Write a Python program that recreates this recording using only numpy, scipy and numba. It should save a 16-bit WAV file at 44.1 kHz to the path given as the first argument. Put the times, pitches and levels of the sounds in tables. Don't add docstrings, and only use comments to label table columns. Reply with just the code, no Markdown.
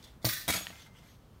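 import sys
import numpy as np
from scipy import signal
from scipy.fft import rfft, irfft
from scipy.io import wavfile
from scipy.ndimage import uniform_filter1d
from numba import njit

SR = 44100
rng = np.random.default_rng(int(sys.argv[2]) if len(sys.argv) > 2 else 0)


def materialize(psi):
    bounded = np.clip(np.atleast_2d(psi).T, -1, 1)
    quanta = np.round(bounded * 32767).astype(np.int16)
    wavfile.write(sys.argv[1], SR, quanta)


def nominal_scale(level):
    x = np.asarray(level, float) / 20
    return 10 ** x


N = 61739


@njit
def ring(x, hz, t60, gain):
    y = np.zeros(len(x))
    on = np.nonzero(np.abs(x) > 1e-3 * np.abs(x).max())[0]
    for k in range(len(hz)):
        pole = np.exp(2j * np.pi * hz[k] / SR - np.log(1000) / (t60[k] * SR))
        z = 0j
        for i in range(on[0], min(len(x), on[-1] + int(1.1 * t60[k] * SR))):
            z = z * pole + x[i]
            y[i] += gain[k] * z.imag
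    return y


def at(table, hz):
    f, value = np.array(table).T
    return np.interp(np.log(hz), np.log(f), value)


def colour(x, table):
    hz = np.maximum(np.arange(N // 2 + 1) * SR / N, 1)
    y = irfft(rfft(x) * nominal_scale(at(table, hz)), N)
    return y / np.std(y)


def walk(rate):
    hold = int(SR / rate)
    steps = np.repeat(rng.standard_normal(N // hold + 1), hold)
    w = uniform_filter1d(uniform_filter1d(steps, hold), hold)[:N]
    return w / np.std(w)


def strike(blows, modes, soft_s):
    t = np.arange(N) / SR
    push = np.zeros(N)
    for s, db in blows:
        push += nominal_scale(db) * np.sin(np.pi * np.clip((t - s) / soft_s, 0, 1))
    hz, db, t60 = np.array(modes, float).T.copy()
    return ring(push / max(soft_s * SR * 2 / np.pi, 1), hz, t60, nominal_scale(db))


def chatter(contacts, grain_db):
    t = np.arange(N) / SR
    clicks = rng.choice([-1., 1.], N) * nominal_scale(grain_db * np.minimum(rng.exponential(size=N), 4))
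    decay = sum(nominal_scale(db - 60 * np.maximum(t - s, 0) / t60) * (t >= s) for s, db, t60 in contacts)
    return clicks / np.std(clicks) * decay


def wires(drive, tone, dry_db, longer, count):
    # f/Hz, t60/s
    wire_t60 = [(500, 0.03), (2000, 0.15), (6000, 0.23), (16000, 0.13)]
    scatter = rng.random((count, 3)).T
    hz = 500 + 15100 * ((np.arange(count) + scatter[0]) / count) ** 1.3
    t60 = longer * at(wire_t60, hz) * (0.76 + .5 * scatter[1])
    gain = nominal_scale(at(tone, hz) + 2 * scatter[2]) * rng.choice([-1., 1.], count)
    rung = 0.033 * ring(drive, hz, t60, gain)
    return rung + nominal_scale(dry_db) * colour(drive, tone) * np.std(drive)


def strong(drive, hzs, from_s, until_s, modes):
    t = np.arange(N) / SR
    mute_db_s = 500
    out = np.zeros(N)
    for hz, start, end, (db, t60) in zip(hzs, from_s, until_s, modes):
        split_hz = hz + np.array([-12., 1., 17.])
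        gain = nominal_scale(db + np.array([-3., 0., -4.]))
        rung = ring(drive * (t > start), split_hz, np.full(3, t60), gain)
        out += rung * nominal_scale(-mute_db_s * np.maximum(t - end, 0))
    return out


def first_landing():
    # t/s, level/dB, chatter t60/s
    first_contacts = [(.2462, -28.5, 0.011), (.2512, -25, 0.0091), (.262, -40.5, 0.035),
                      (.2882, -35.5, 0.082), (.3265, -40, 0.069), (.365, -44.5, 0.082),
                      (.412, -42.5, 0.016)]
    # f/Hz, level/dB
    first_tone = [(470, -55), (800, -30.5), (1220, -12), (1380, -22), (1750, -8.5), (2940, -19),
                  (3680, -11.5), (7640, -17.5), (15500, -10.5)]
    # (level/dB, t60/s)
    first_hz = [1535, 1795, 1955, 2132, 3397, 3720, 5400, 6530, 11028, 11232, 14893, 15266]
    first_from_s = [.25, .32, .25, .28, .28, .25, .2, .28, .28, .28, .25, .25]
    first_until_s = [.47, .49, .42, .4, .4, .45, .47, .47, .36, .35, .35, .405]
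    first_modes = [(-1, .3), (7, .5), (-1, .35), (-6, .4), (1, .22), (-2, .22), (-7, .2), (-6, .25),
                   (-6, .25), (5, .16), (-8, .2), (4, .35)]
    drive = chatter(first_contacts, grain_db=3.5)
    dense = wires(drive, first_tone, dry_db=2.5, longer=1.29, count=440)
    return dense + nominal_scale(-35.5) * strong(drive, first_hz, first_from_s, first_until_s, first_modes)


def second_landing():
    # t/s, level/dB, chatter t60/s
    second_contacts = [(.4787, -28, 0.022), (.486, -31.5, 0.073), (.5015, -28, 0.022), (.524, -29, 0.017),
                       (.5358, -32.5, 0.075), (.558, -39, 0.11), (.582, -48.5, 0.092)]
    # f/Hz, level/dB
    second_tone = [(350, -44), (600, -22), (860, -27), (1100, -13), (1620, -10), (2250, -10.5), (4310, -14),
                   (5220, -17), (6760, -14), (15500, -15)]
    # (level/dB, t60/s)
    second_hz = [2048, 2255, 2537, 3311, 3470, 3755, 4255, 4457, 4840, 6704, 7290, 9275, 11320, 14000]
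    second_from_s = [.47, .47, .53, .53, .57, .47, .53, .53, .53, .53, .57, .47, .53, .57]
    second_until_s = [.54, .56, .62, .56, .7, .515, .56, .58, .6, .74, .8, .7, .7, .7]
    second_modes = [(-5, .06), (-11, .2), (-5, .25), (-3, .08), (2, .25), (3, .06), (0, .1), (-1, .1),
                    (-5, .12), (-1, .3), (-9, .29), (-10, .18), (-4, .27), (-7, .35)]
    drive = chatter(second_contacts, grain_db=3.5)
    dense = wires(drive, second_tone, dry_db=-11.0, longer=0.48, count=520)
    return dense + nominal_scale(-32.5) * strong(drive, second_hz, second_from_s, second_until_s, second_modes)


def light_touches():
    # t/s, level/dB, chatter t60/s
    light_contacts = [(.026, -55, 0.024), (.0383, -53.5, 0.094), (.07, -64.5, 0.2), (.216, -67, 0.082),
                      (.226, -58.5, 0.16), (.696, -55, 0.023), (.706, -83, 0.0075), (.757, -63, 0.011),
                      (.795, -57, 0.047), (.820, -53.5, 0.018), (.865, -58.5, 0.03), (.985, -60, 0.024),
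                      (1.04, -71, .02), (1.1, -66, 0.035)]
    # f/Hz, level/dB
    light_tone = [(880, -36), (1500, -16), (2060, 4), (2830, -32), (3500, 1.5), (5000, -7.5), (6690, -9),
                  (16000, -14.5)]
    drive = chatter(light_contacts, grain_db=5.0)
    return wires(drive, light_tone, dry_db=-4.0, longer=0.24, count=150)


def case_thumps():
    # t/s, peak level/dB
    first_blows = [
        (.2452, -25),
        (.2555, -36.5),
        (.268, -28),
    ]
    second_blows = [(.4795, -37), (.4868, -32), (.4925, -38.5), (.4995, -31), (.543, -40), (.552, -38),
                    (.575, -41.5), (.61, -45), (.703, -50)]
    # f/Hz, level/dB, t60/s
    first_panel = [(208.6, -8.5, 0.11), (327.2, -8.5, 0.16), (520, -2, 0.017), (627, -3.5, 0.045),
                   (828, -10.5, 0.041)]
    second_panel = [(93, 2, 0.048), (187.8, -7, 0.21), (249.5, -12.5, .15), (316, -2.5, 0.049),
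                    (488, -10.5, 0.084), (619, -7.5, 0.066), (677, 2, 0.039), (787, -2, .04),
                    (986, -5, 0.078), (1145, -2.5, 0.04), (1357, -6, 0.042), (1880, -5, 0.044)]
    return strike(first_blows, first_panel, 0.00039) + strike(second_blows, second_panel, 0.00053)


def lid_knock():
    # t/s, peak level/dB
    lid_blows = [
        (0.2493, -26),
        (.305, -46),
    ]
    # f/Hz, level/dB, t60/s
    lid_modes = [(115.8, 3, 0.15), (128, -20, 0.46)]
    return strike(lid_blows, lid_modes, 0.004)


def clinks():
    # t/s, peak level/dB
    clink_blows = [
        (0.2521, -24.5),
        (0.2896, -31),
        (0.4097, -43.5),
    ]
    # f/Hz, level/dB, t60/s
    clink_modes = [(4550, 2, 0.026), (4615, -7.5, 0.024), (5230, -3, 0.012), (5380, -2.5, 0.01),
                   (5600, -22, 0.014), (14300, -3, 0.0157)]
    return strike(clink_blows, clink_modes, .00005)


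def snaps():
    # t/s, peak level/dB, brightness f/Hz
    snap_events = [(.2882, -38, 5000), (.3261, -31, 11000), (.4099, -41, 3800), (.4862, -26, 3600),
                   (.4924, -28, 2500), (.502, -30, 2200), (.5245, -33, 3000), (.5362, -29, 4200),
                   (.5412, -33, 3300), (.5535, -34, 4500), (.569, -34, 4800), (.585, -36, 3500),
                   (.7557, -48, 3000), (.795, -52, 5000), (.8205, -47, 5000), (.826, -52, 4000),
                   (.8605, -54, 3500), (.884, -55, 4000), (.9587, -57, 3200), (.9692, -57, 3000),
                   (1.037, -54, 11000), (1.0734, -57, 4000), (1.105, -57, 2500)]
    t = np.arange(N) / SR
    out = np.zeros(N)
    for s, db, hz in snap_events:
        since = np.maximum(t - s, 0)
        t60 = 9 / hz
        out += nominal_scale(db - 60 * since / t60) * np.sin(2 * np.pi * hz * since)
    return out


def ticks():
    tick_s = [.083, .6677, .6688, .697, .706, .757, .822]
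    tick_db = [-73, -65, -28.5, -48, -41, -48.5, -52]
    # f/Hz, level/dB, t60/s
    tick_modes = [(975, -5.5, 0.011), (1880, -1, 0.021), (2840, 9.5, 0.0027), (3180, 0, 0.0066),
                  (4300, -2, 0.009), (5160, -13, 0.0047)]
    return np.gradient(strike(list(zip(tick_s, tick_db)), tick_modes, 0.00024)) * 2.7


def cup():
    tap_s = [.727, .795, .863, .95, 1.03]
    tap_db = [-53, -58, -56, -61, -63]
    # f/Hz, level/dB, t60/s
    cup_modes = [(900, -9, .2), (1350, -9, .2), (1520, -6, .12), (1612, -6, .16), (2098, -3, .35),
                 (2078, -9, .25), (2350, -15, .2), (3375, -16, .1), (7289, -19, .12)]
    return strike(list(zip(tap_s, tap_db)), cup_modes, .0001)


def slide():
    # t/s, level/dB
    slide_course = [(0, -61.5), (.1, -70), (.2, -82), (0.597, -45), (0.749, -58), (.86, -64), (.905, -76.5),
                    (.97, -63), (1.01, -67.5), (1.089, -63.5), (1.15, -69), (1.179, -76), (1.4, -74.5)]
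    # f/Hz, level/dB
    slide_tone = [(590, -43), (1000, -6.5), (2030, -3), (2620, -2.5), (3190, 2), (3840, -2.5),
                  (12700, -11.5), (16000, -14)]
    # f/Hz, level/dB, t60/s, middle t/s, length/s
    slide_bands = [(3460, 4.5, 0.015, 0.071, 0.058), (6900, -8, .015, 0.72, 0.053),
                   (7300, -4.5, .02, 0.78, 0.11), (2570, 1, 0.0077, 0.76, .08),
                   (4930, 1, 0.0056, 0.807, 0.041), (6470, 5, 0.0062, .82, 0.062),
                   (4230, -5, 0.0058, 0.41, 0.019), (3200, 3, 0.0041, .975, 0.066),
                   (8600, 1, .006, .98, 0.088), (6160, 2, 0.0052, .985, 0.036),
                   (2360, 2, 0.0077, 1.08, 0.047), (3350, -1, .007, 0.97, 0.027),
                   (4460, 1, .005, 1.095, 0.021), (6600, 4, 0.0077, 1.113, 0.064),
                   (13000, 10, .004, 1.106, 0.12)]
    t = np.arange(N) / SR
    rough = rng.standard_normal(N) * nominal_scale(0.89 * np.minimum(rng.exponential(size=N), 4))
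    grains = colour(rough, slide_tone)
    rung = np.zeros(N)
    for hz, db, t60, middle, length in slide_bands:
        rub = grains * np.exp(-(2 * (t - middle) / length) ** 2)
        rung += ring(rub, np.array([1. * hz]), np.array([t60]), nominal_scale(np.array([db])))
    s, db = np.array(slide_course).T
    return (grains + 0.077 * rung) * nominal_scale(np.interp(t, s, db) + walk(30.5))


def room_tail(near):
    t = np.arange(SR // 2) / SR
    t60_s, level_db = 0.55, -13
    tail = rng.standard_normal(len(t)) * nominal_scale(-60 * t / t60_s) * (t > .003)
    wet = signal.fftconvolve(near, tail / np.sqrt(np.sum(tail ** 2)))[:N]
    return nominal_scale(level_db) * wet


def air():
    # f/Hz, level/dB per Hz
    air_tone = [(15, -6), (50, -1), (160, -7.5), (330, -18), (1200, -25.5), (2500, -37.5), (6000, -43.5),
                (16000, -43.5)]
    level_db, fade_db_s = -57, -1
    fade = fade_db_s * (np.arange(N) / SR - 2.5)
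    return colour(rng.standard_normal(N), air_tone) * nominal_scale(level_db + fade + .5 * walk(5.53))


def scene():
    near = first_landing() + second_landing() + light_touches()
    near = near + case_thumps() + lid_knock() + clinks() + snaps()
    near = near + ticks() + cup() + slide()
    return (near + room_tail(near) + air())[None]


def band_limit(x):
    return signal.sosfilt(signal.butter(12, 16810, fs=SR, output="sos"), x)


def record(dry):
    # f/Hz, level/dB
    port_tone = [(6500, 0), (7700, -2), (8600, -0.5), (10300, -3.5), (11300, -1), (13000, -0.5),
                 (15500, -1)]
    hz = np.linspace(0, SR / 2, 257)
    port = signal.firwin2(255, hz, nominal_scale(2 * at(port_tone, np.maximum(hz, 1))), fs=SR)
    port = signal.minimum_phase(port)
    low_cut = signal.butter(2, 51.6, "high", fs=SR, output="sos")
    top_cut = signal.ellip(8, .2, 42, 15750, fs=SR, output="sos")
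    mix = signal.sosfilt(np.vstack([low_cut, top_cut]), signal.lfilter(port, [1], dry))
    return band_limit(mix)


dry = scene()
out = record(dry)
materialize(out)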